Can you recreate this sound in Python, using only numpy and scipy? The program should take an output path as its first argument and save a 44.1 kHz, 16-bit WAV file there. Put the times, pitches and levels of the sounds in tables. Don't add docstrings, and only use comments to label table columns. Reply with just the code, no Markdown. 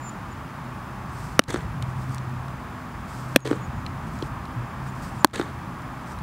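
import sys
import numpy as np
from scipy import signal
from scipy.fft import rfft, irfft
from scipy.io import wavfile
from scipy.ndimage import uniform_filter1d

SR = 44100
rng = np.random.default_rng(int(sys.argv[2]) if len(sys.argv) > 2 else 0)


def to_wav(s):
    ch = np.atleast_2d(s).T
    pcm = np.round(np.clip(ch, -1, 1) * 32767)
    wavfile.write(sys.argv[1], SR, pcm.astype(np.int16))


def level_to_linear(level):
    exponent = np.asarray(level, float) / 20
    return 10 ** exponent


N = 274302
T = np.arange(N) / SR

# start_s, blow_db, crack_db, grit_db
CATCHES = [
    (1.3929, 10, -0.5, -30),
    (3.361, 8, -22, -21),
    (5.2459, 12, 5, -30),
]
# late_s, thump_db, near_extra_db, slap_db, thump_hz
RETURNS = [(-0.0007, -1.8, -7, 0.5, 320), (0.0006, 2, 5, -1.5, 300), (0.0001, -2, -3, 0.9, 318)]
SLAP_HZ = 1360
SLAP_LEAD_S = 1 / (2 * SLAP_HZ)


def level(x, db):
    return x * level_to_linear(db) / np.sqrt(np.mean(x ** 2))


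def tint(points):
    hz, db = np.transpose(points)
    f = np.fft.rfftfreq(N, 1 / SR) + 1
    gain = level_to_linear(np.interp(np.log(f), np.log(hz), db))
    return irfft(rfft(rng.standard_normal(N)) * gain, N)


def band(x, lo_hz, hi_hz):
    sos = signal.butter(2, [lo_hz, min(hi_hz, 0.45 * SR)], "band", fs=SR, output="sos")
    return signal.sosfilt(sos, x)


def walk(rate_hz):
    hold = int(SR / rate_hz)
    steps = np.repeat(rng.standard_normal(N // 100), hold)[:N]
    return 1.292 * uniform_filter1d(uniform_filter1d(steps, hold), hold)


def fade(t, t60):
    return (t >= 0) * np.exp(-np.log(1000) * np.abs(t) / t60)


def add(out, s, make, size=2048):
    i = int(s * SR)
    piece = make(T[:size] - (s - i / SR))[:N - i]
    out[i:i + len(piece)] += piece


def road():
    # frequency_hz, density_db
    roar_spectrum = [(18, -30), (30, -27), (48, -5), (90, -4.5), (118, -3.5), (184, -3.5), (259, -8),
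                     (287, -12.5), (345, -11), (449, -20), (822, -11.5), (1100, -9), (3870, -35),
                     (14800, -46.5), (16000, -42)]
    # time_s, level_db
    traffic = [(0.0, -46.5), (0.26, -41), (0.74, -42), (1.12, -39), (1.52, -36.5), (1.77, -34.5),
               (2.77, -42), (3.07, -36.5), (3.45, -41), (3.86, -34), (4.23, -35.5), (4.88, -40.5),
               (5.04, -36.5), (5.21, -38), (5.42, -38.5), (5.6, -35.5), (6.01, -44), (6.22, -35)]
    # frequency_hz, level_db
    hum_tones = [(128, -42.5), (258, -46.5)]
    road_db = -36
    load_db = np.interp(T, *np.transpose(traffic))
    load_db = load_db - np.mean(load_db[:SR])
    engines_db, deep_db = 0.95 * load_db, 1.05 * load_db
    tyres_db = 0.9 * np.exp(-((T - 4.6) / 0.97) ** 2)
    spectrum = rfft(level(tint(roar_spectrum), road_db))
    f = np.log2(np.fft.rfftfreq(N, 1 / SR) + 1)
    roar = 0
    for octave in np.arange(4, 14.6, 0.5):
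        overlap = np.sqrt(np.clip(1 - 2 * np.abs(f - octave), 0, 1) / 2)
        part = irfft(spectrum * overlap, N)
        bass = np.clip((8.5 - octave) / 1.77, 0, 1)
        middle = (1 - bass) * np.clip((12.2 - octave) / 1.4, 0, 1)
        bass_db = engines_db if 2 ** octave > 95 else deep_db
        flicker_db = (-0.02 + 1.66 * bass) * walk(9.8)
        roar = roar + part * level_to_linear(bass * bass_db + middle * tyres_db + flicker_db)
    hum = 0
    for hz, db in hum_tones:
        strength = level_to_linear(db + 5.5 * walk(4))
        turns = np.cumsum(hz * (1 + 0.02433 * walk(8.2))) / SR
        hum = hum + strength * np.sin(2 * np.pi * turns)
    return level(roar, road_db + 1.73) + hum


def whistle(t, length, hz, db, fall_hz):
    crest, swell_db, arch_hz, fall_s = 0.89, 19, 100, 0.017
    u = np.clip(t / length, 0, 1)
    edge = np.clip(np.minimum(t, length - t) / 0.004, 0, 1)
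    away = np.where(u < crest, 1 - u / crest, (u - crest) / (1 - crest))
    drop = np.clip(1 - (length - t) / fall_s, 0, 1) ** 2
    pitch = hz + arch_hz * np.sin(np.pi * u) - fall_hz * drop
    return edge * level_to_linear(db - swell_db * away ** 2) * np.sin(2 * np.pi * np.cumsum(pitch) / SR)


def bird():
    # start_s, length_s, pitch_hz, level_db, closing_fall_hz
    calls = [(0.005, 0.1, 7060, -40.5, 400), (0.306, 0.029, 7020, -50.5, 330),
             (3.392, 0.051, 6560, -41, 170), (3.594, 0.071, 6720, -52, 15), (3.67, 0.14, 6700, -63, 5),
             (4.866, 0.04, 6930, -53, 10), (5.183, 0.043, 7050, -48, 40)]
    out = np.zeros(N)
    for s, *call in calls:
        add(out, s, lambda t: whistle(t, *call), size=8192)
    return out + level_to_linear(-20) * np.interp(T - 0.05, T, out)


def shuffle():
    # frequency_hz, density_db
    scuff_spectrum = [(1500, 0), (3000, -12), (4800, -1), (6500, -4.5), (8400, -2), (9800, -9.5),
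                      (11500, -12.5), (13500, -11), (16000, -22)]
    # strongest_s, level_db, build_up_s, carry_on_s
    moves = [(1.166, -56.5, 0.12, 0.2), (1.898, -64, 0.08, 0.01), (1.992, -64, 0.05, 0.08),
             (2.14, -58, 0.12, 0.01), (3.11, -55.5, 0.067, 0.24), (4.156, -60.5, 0.15, 0.12),
             (4.884, -60, 0.08, 0.005), (5.03, -56, 0.17, 0.2), (6.126, -56, 0.12, 0.0043)]
    build_db, sag_db_s, stop_db_s = 16, 23, 600
    grit = level(tint(scuff_spectrum) * level_to_linear(2.4 * walk(60)), 0)
    levels_db = []
    for s, db, build_s, carry_s in moves:
        loss_db = np.where(T < s, build_db * (s - T) / build_s, sag_db_s * (T - s))
        stop_db = stop_db_s * np.clip(T - s - carry_s, 0, None)
        levels_db.append(db - loss_db - stop_db)
    return grit * level_to_linear(np.max(levels_db, axis=0) + 6.0)


def thuds():
    # start_s, peak_db, pitch_hz, t60_s
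    contacts = [(1.65, -16, 102, 0.093), (1.741, -18.5, 145, 0.078), (1.77, -22, 161, 0.065),
                (1.83, -18.5, 121, 0.085), (1.957, -15, 123, 0.04), (2.094, -14.5, 123, 0.048),
                (2.299, -22, 135, 0.092), (2.398, -26, 91, 0.06), (3.778, -16, 119, 0.091),
                (4.248, -24, 121, 0.058), (4.317, -21, 127, 0.093), (4.558, -21, 120.4, 0.3)]
    out = np.zeros(N)
    for s, db, hz, t60 in contacts:
        add(out, s, lambda t: level_to_linear(db) * fade(t, t60) * (1 - fade(t, 0.025))
            * np.sin(2 * np.pi * hz * t), size=4096)
    return band(out, 42, 820)


def ticks(table, lift_db, ring_db, t60):
    # frequency_hz, level_db
    guard_modes = [(2330, -5), (3400, -14), (4050, -2.5)]

    def guard_ring(t):
        return sum(level_to_linear(g) * np.sin(2 * np.pi * hz * t) for hz, g in guard_modes)

    out = np.zeros(N)
    for s, db, bright_db in table:
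        bands = [(0, 1900, 4160), (bright_db, 5000, 9600), (0.7 * bright_db - 18, 10000, 12000)]
        for part_db, lo_hz, hi_hz in bands:
            burst_db = db + part_db + lift_db
            add(out, s, lambda t: fade(t, t60)
                * level(band(rng.standard_normal(len(t)), lo_hz, hi_hz), burst_db))
        add(out, s, lambda t: level_to_linear(db + ring_db) * fade(t, t60) * guard_ring(t))
    return out


def gear():
    # start_s, level_db, brightness_db
    gear_ticks = [(0.0944, -50, 8), (1.8245, -28, -8), (2.0944, -49, 4), (2.146, -46.5, 15),
                  (2.1584, -49, 7), (2.182, -35.5, 1), (2.295, -52, 4), (2.4824, -41, -4),
                  (3.8638, -25.5, -17), (4.1554, -53, 5), (4.1889, -42, 0), (4.2243, -24.5, -20),
                  (4.2604, -44, -3), (4.4543, -40, -5), (5.8204, -45, -3), (6.12, -58, 15),
                  (6.1878, -38.5, -7)]
    # start_s, level_db, brightness_db
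    after_clicks = [(1.419, -40, -16), (1.438, -31, -5), (3.3704, -42, -1.5), (3.3734, -51, 1), (3.3874, -59, -5),
                    (3.3944, -57, 6), (3.4044, -50, 4), (5.272, -40, -6), (5.2984, -50, -15), (5.3106, -44, -12)]
    # start_s, level_db, brightness_db
    fingertip = [(3.3599, -15.5, -33)]
    hard = ticks(gear_ticks, -0.85, -1.6, 0.01)
    return hard + ticks(after_clicks, 8.2, 3.2, 0.0086) + ticks(fingertip, -1.1, -18.0, 0.03)


def thump(t, hz, t60, sag, sag_s):
    turns = hz * (t + sag * sag_s * (1 - np.exp(-np.abs(t) / sag_s)))
    return fade(t, t60) * np.sin(2 * np.pi * turns)


def scatter():
    # frequency_hz, density_db
    scattered_spectrum = [(700, -22), (1100, -20.5), (1600, 5), (3000, -4.5), (4500, -5.5), (6800, -12.5),
                          (8600, -11), (10500, -16), (15500, -37)]
    # delay_s, slap_db, thump_db
    scatter_shape = [(0.082, -49, -46), (0.094, -34.5, -32), (0.115, -37, -28), (0.141, -37, -38),
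                     (0.15, -36.5, -26), (0.222, -50.5, -43), (0.263, -52, -38)]
    wide, clumps = level(tint(scattered_spectrum), 1.5), walk(420)
    slaps = 0
    for hz in 650 * 2 ** np.arange(5):
        slaps = slaps + band(wide, hz, 2 * hz) * level_to_linear(2.0 * clumps + 1.8 * walk(300))
    thumps = level(band(band(rng.standard_normal(N), 240, 540), 220, 540), -5.0)
    delay, slap_db, thump_db = np.transpose(scatter_shape)

    def shape(t, db, edge_s):
        times = [delay[0] - edge_s, *delay, delay[-1] + edge_s]
        return level_to_linear(np.interp(t, times, [-90, *db, -90]))

    out = np.zeros(N)
    for (s, *_), (_, sent_db, _, crack_db, _) in zip(CATCHES, RETURNS):
        out += slaps * level_to_linear(crack_db) * shape(T - s, slap_db, 0.006)
        out += thumps * level_to_linear(sent_db) * shape(T - s, thump_db, 0.02)
    return out


def knock(t, db, hz, slap_db):
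    slap = -level_to_linear(slap_db) * fade(t, 0.0055) * np.sin(2 * np.pi * SLAP_HZ * t)
    return level_to_linear(db) * thump(t - SLAP_LEAD_S, hz, 0.025, sag=0.25, sag_s=0.0013) + slap


def echoes():
    # thump_db, pitch_hz, slap_db
    landing = (-20, 320, -40)
    # delay_s, thump_db, slap_db, click_db, click_brightness_db
    surfaces = [(0.093, -29, -33, -46, 5), (0.102, -33, -49, -38, -2), (0.1136, -35, -29, -26, -6),
                (0.1514, -12, -17.5, -29, -8), (0.1684, -21.5, -20, -31, -20)]
    out, clicks = np.zeros(N), []
    add(out, 4.2257 - SLAP_LEAD_S, lambda t: knock(t, *landing))
    for (s, *_), (late, sent_db, near_db, crack_db, hz) in zip(CATCHES, RETURNS):
        for delay, thump_db, slap_db, click_db, bright_db in surfaces:
            near = delay < 0.13
            arrival = s + late + delay
            back_db = thump_db + sent_db + near * near_db
            back_hz = hz * 1.33 ** near
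            add(out, arrival - SLAP_LEAD_S, lambda t: knock(t, back_db, back_hz, slap_db + crack_db))
            clicks.append((arrival - 0.001, click_db + crack_db, bright_db))
    return level_to_linear(4.5) * band(out, 166, 4800) + ticks(clicks, -1.9, -13.0, 0.014)


def pop(t, modes, crack_db, grit_db):
    (hz, pocket_db, t60), *leather = modes
    body = sum(level_to_linear(db) * fade(t, d) * np.sin(2 * np.pi * f * t + 0.5) for f, db, d in leather)
    burst = level_to_linear(crack_db) * fade(t, 0.0021) + level_to_linear(grit_db) * fade(t, 0.022)
    crack = burst * band(rng.standard_normal(len(t)), 1000, 12800)
    pocket = level_to_linear(pocket_db) * thump(t, hz, t60, sag=0.78, sag_s=0.00072)
    return (body + crack) * (1 - fade(t, 0.0033)) + pocket


def catches():
    # frequency_hz, level_db, t60_s
    mitt_modes = [
        [(256.4, -4.5, 0.02), (520, -1.5, 0.011), (1364, 2, 0.0073), (1720, -0.5, 0.0047), (2066, 3.5, 0.004),
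         (2910, -1.5, 0.0083), (3660, -1, 0.0051), (5870, -6.5, 0.0041), (8130, -11, 0.0051)],
        [(258, -3.5, 0.026), (520, -4, 0.019), (1410, 6.5, 0.0027), (1690, -2.5, 0.0069), (2444, -1, 0.0082),
         (3490, -15, 0.016), (4180, -7, 0.004), (5540, -17, 0.013), (8700, -5.5, 0.0042), (12800, -10, 0.004)],
        [(300, -6.5, 0.026), (595, -11, 0.019), (942, 7, 0.0063), (1542, -3, 0.009), (2640, -8.5, 0.004),
         (3330, -5.5, 0.0056), (4350, -2, 0.005), (5640, -11.5, 0.004), (7800, -13, 0.0027)],
    ]
    out = np.zeros(N)
    for (s, blow_db, *contact_db), modes in zip(CATCHES, mitt_modes):
        add(out, s, lambda t: level_to_linear(blow_db)
            * band(band(pop(t, modes, *contact_db), 147, 23000), 147, 23000))
    return out


def scene():
    background = road() + bird()
    catcher = shuffle() + thuds() + gear()
    mono = background + catcher + scatter() + echoes() + catches()
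    return np.array([mono, mono])


def roll_off(x):
    return signal.sosfilt(signal.butter(12, 17040, fs=SR, output="sos"), x)


def record(dry):
    # frequency_hz, density_db
    hiss_spectrum = [(880, -75), (1500, -45), (2320, -40), (2390, -9), (2690, -9), (3690, -5.5),
                     (16000, -2.5)]
    attack_s, hold_s, release_s = 0.0043, 0.086, 0.0018
    hiss = level(tint(hiss_spectrum), -63.5)
    loud = dry + hiss * np.array([[1], [-1]])
    low_pass = signal.ellip(10, 0.2, 70, 15700, fs=SR, output="sos")
    loud = signal.sosfilt(low_pass, loud)
    over = np.flatnonzero(np.abs(loud[0]) > 1)
    first_over = over[np.diff(over, prepend=-SR) > SR // 2]
    gain_db = np.zeros(N)
    for i in first_over:
        t = T - T[i]
        depth_db = 20 * np.log10(np.abs(loud[0, i:i + 256]).max())
        attack = (t > 0) * (1 - np.exp(-np.abs(t) / attack_s))
        release = np.clip(1 - (t - hold_s) / release_s, 0, 1)
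        gain_db -= depth_db * attack * release
    return roll_off(np.clip(loud * level_to_linear(gain_db), -1, 1))


dry = scene()
out = record(dry)
to_wav(out)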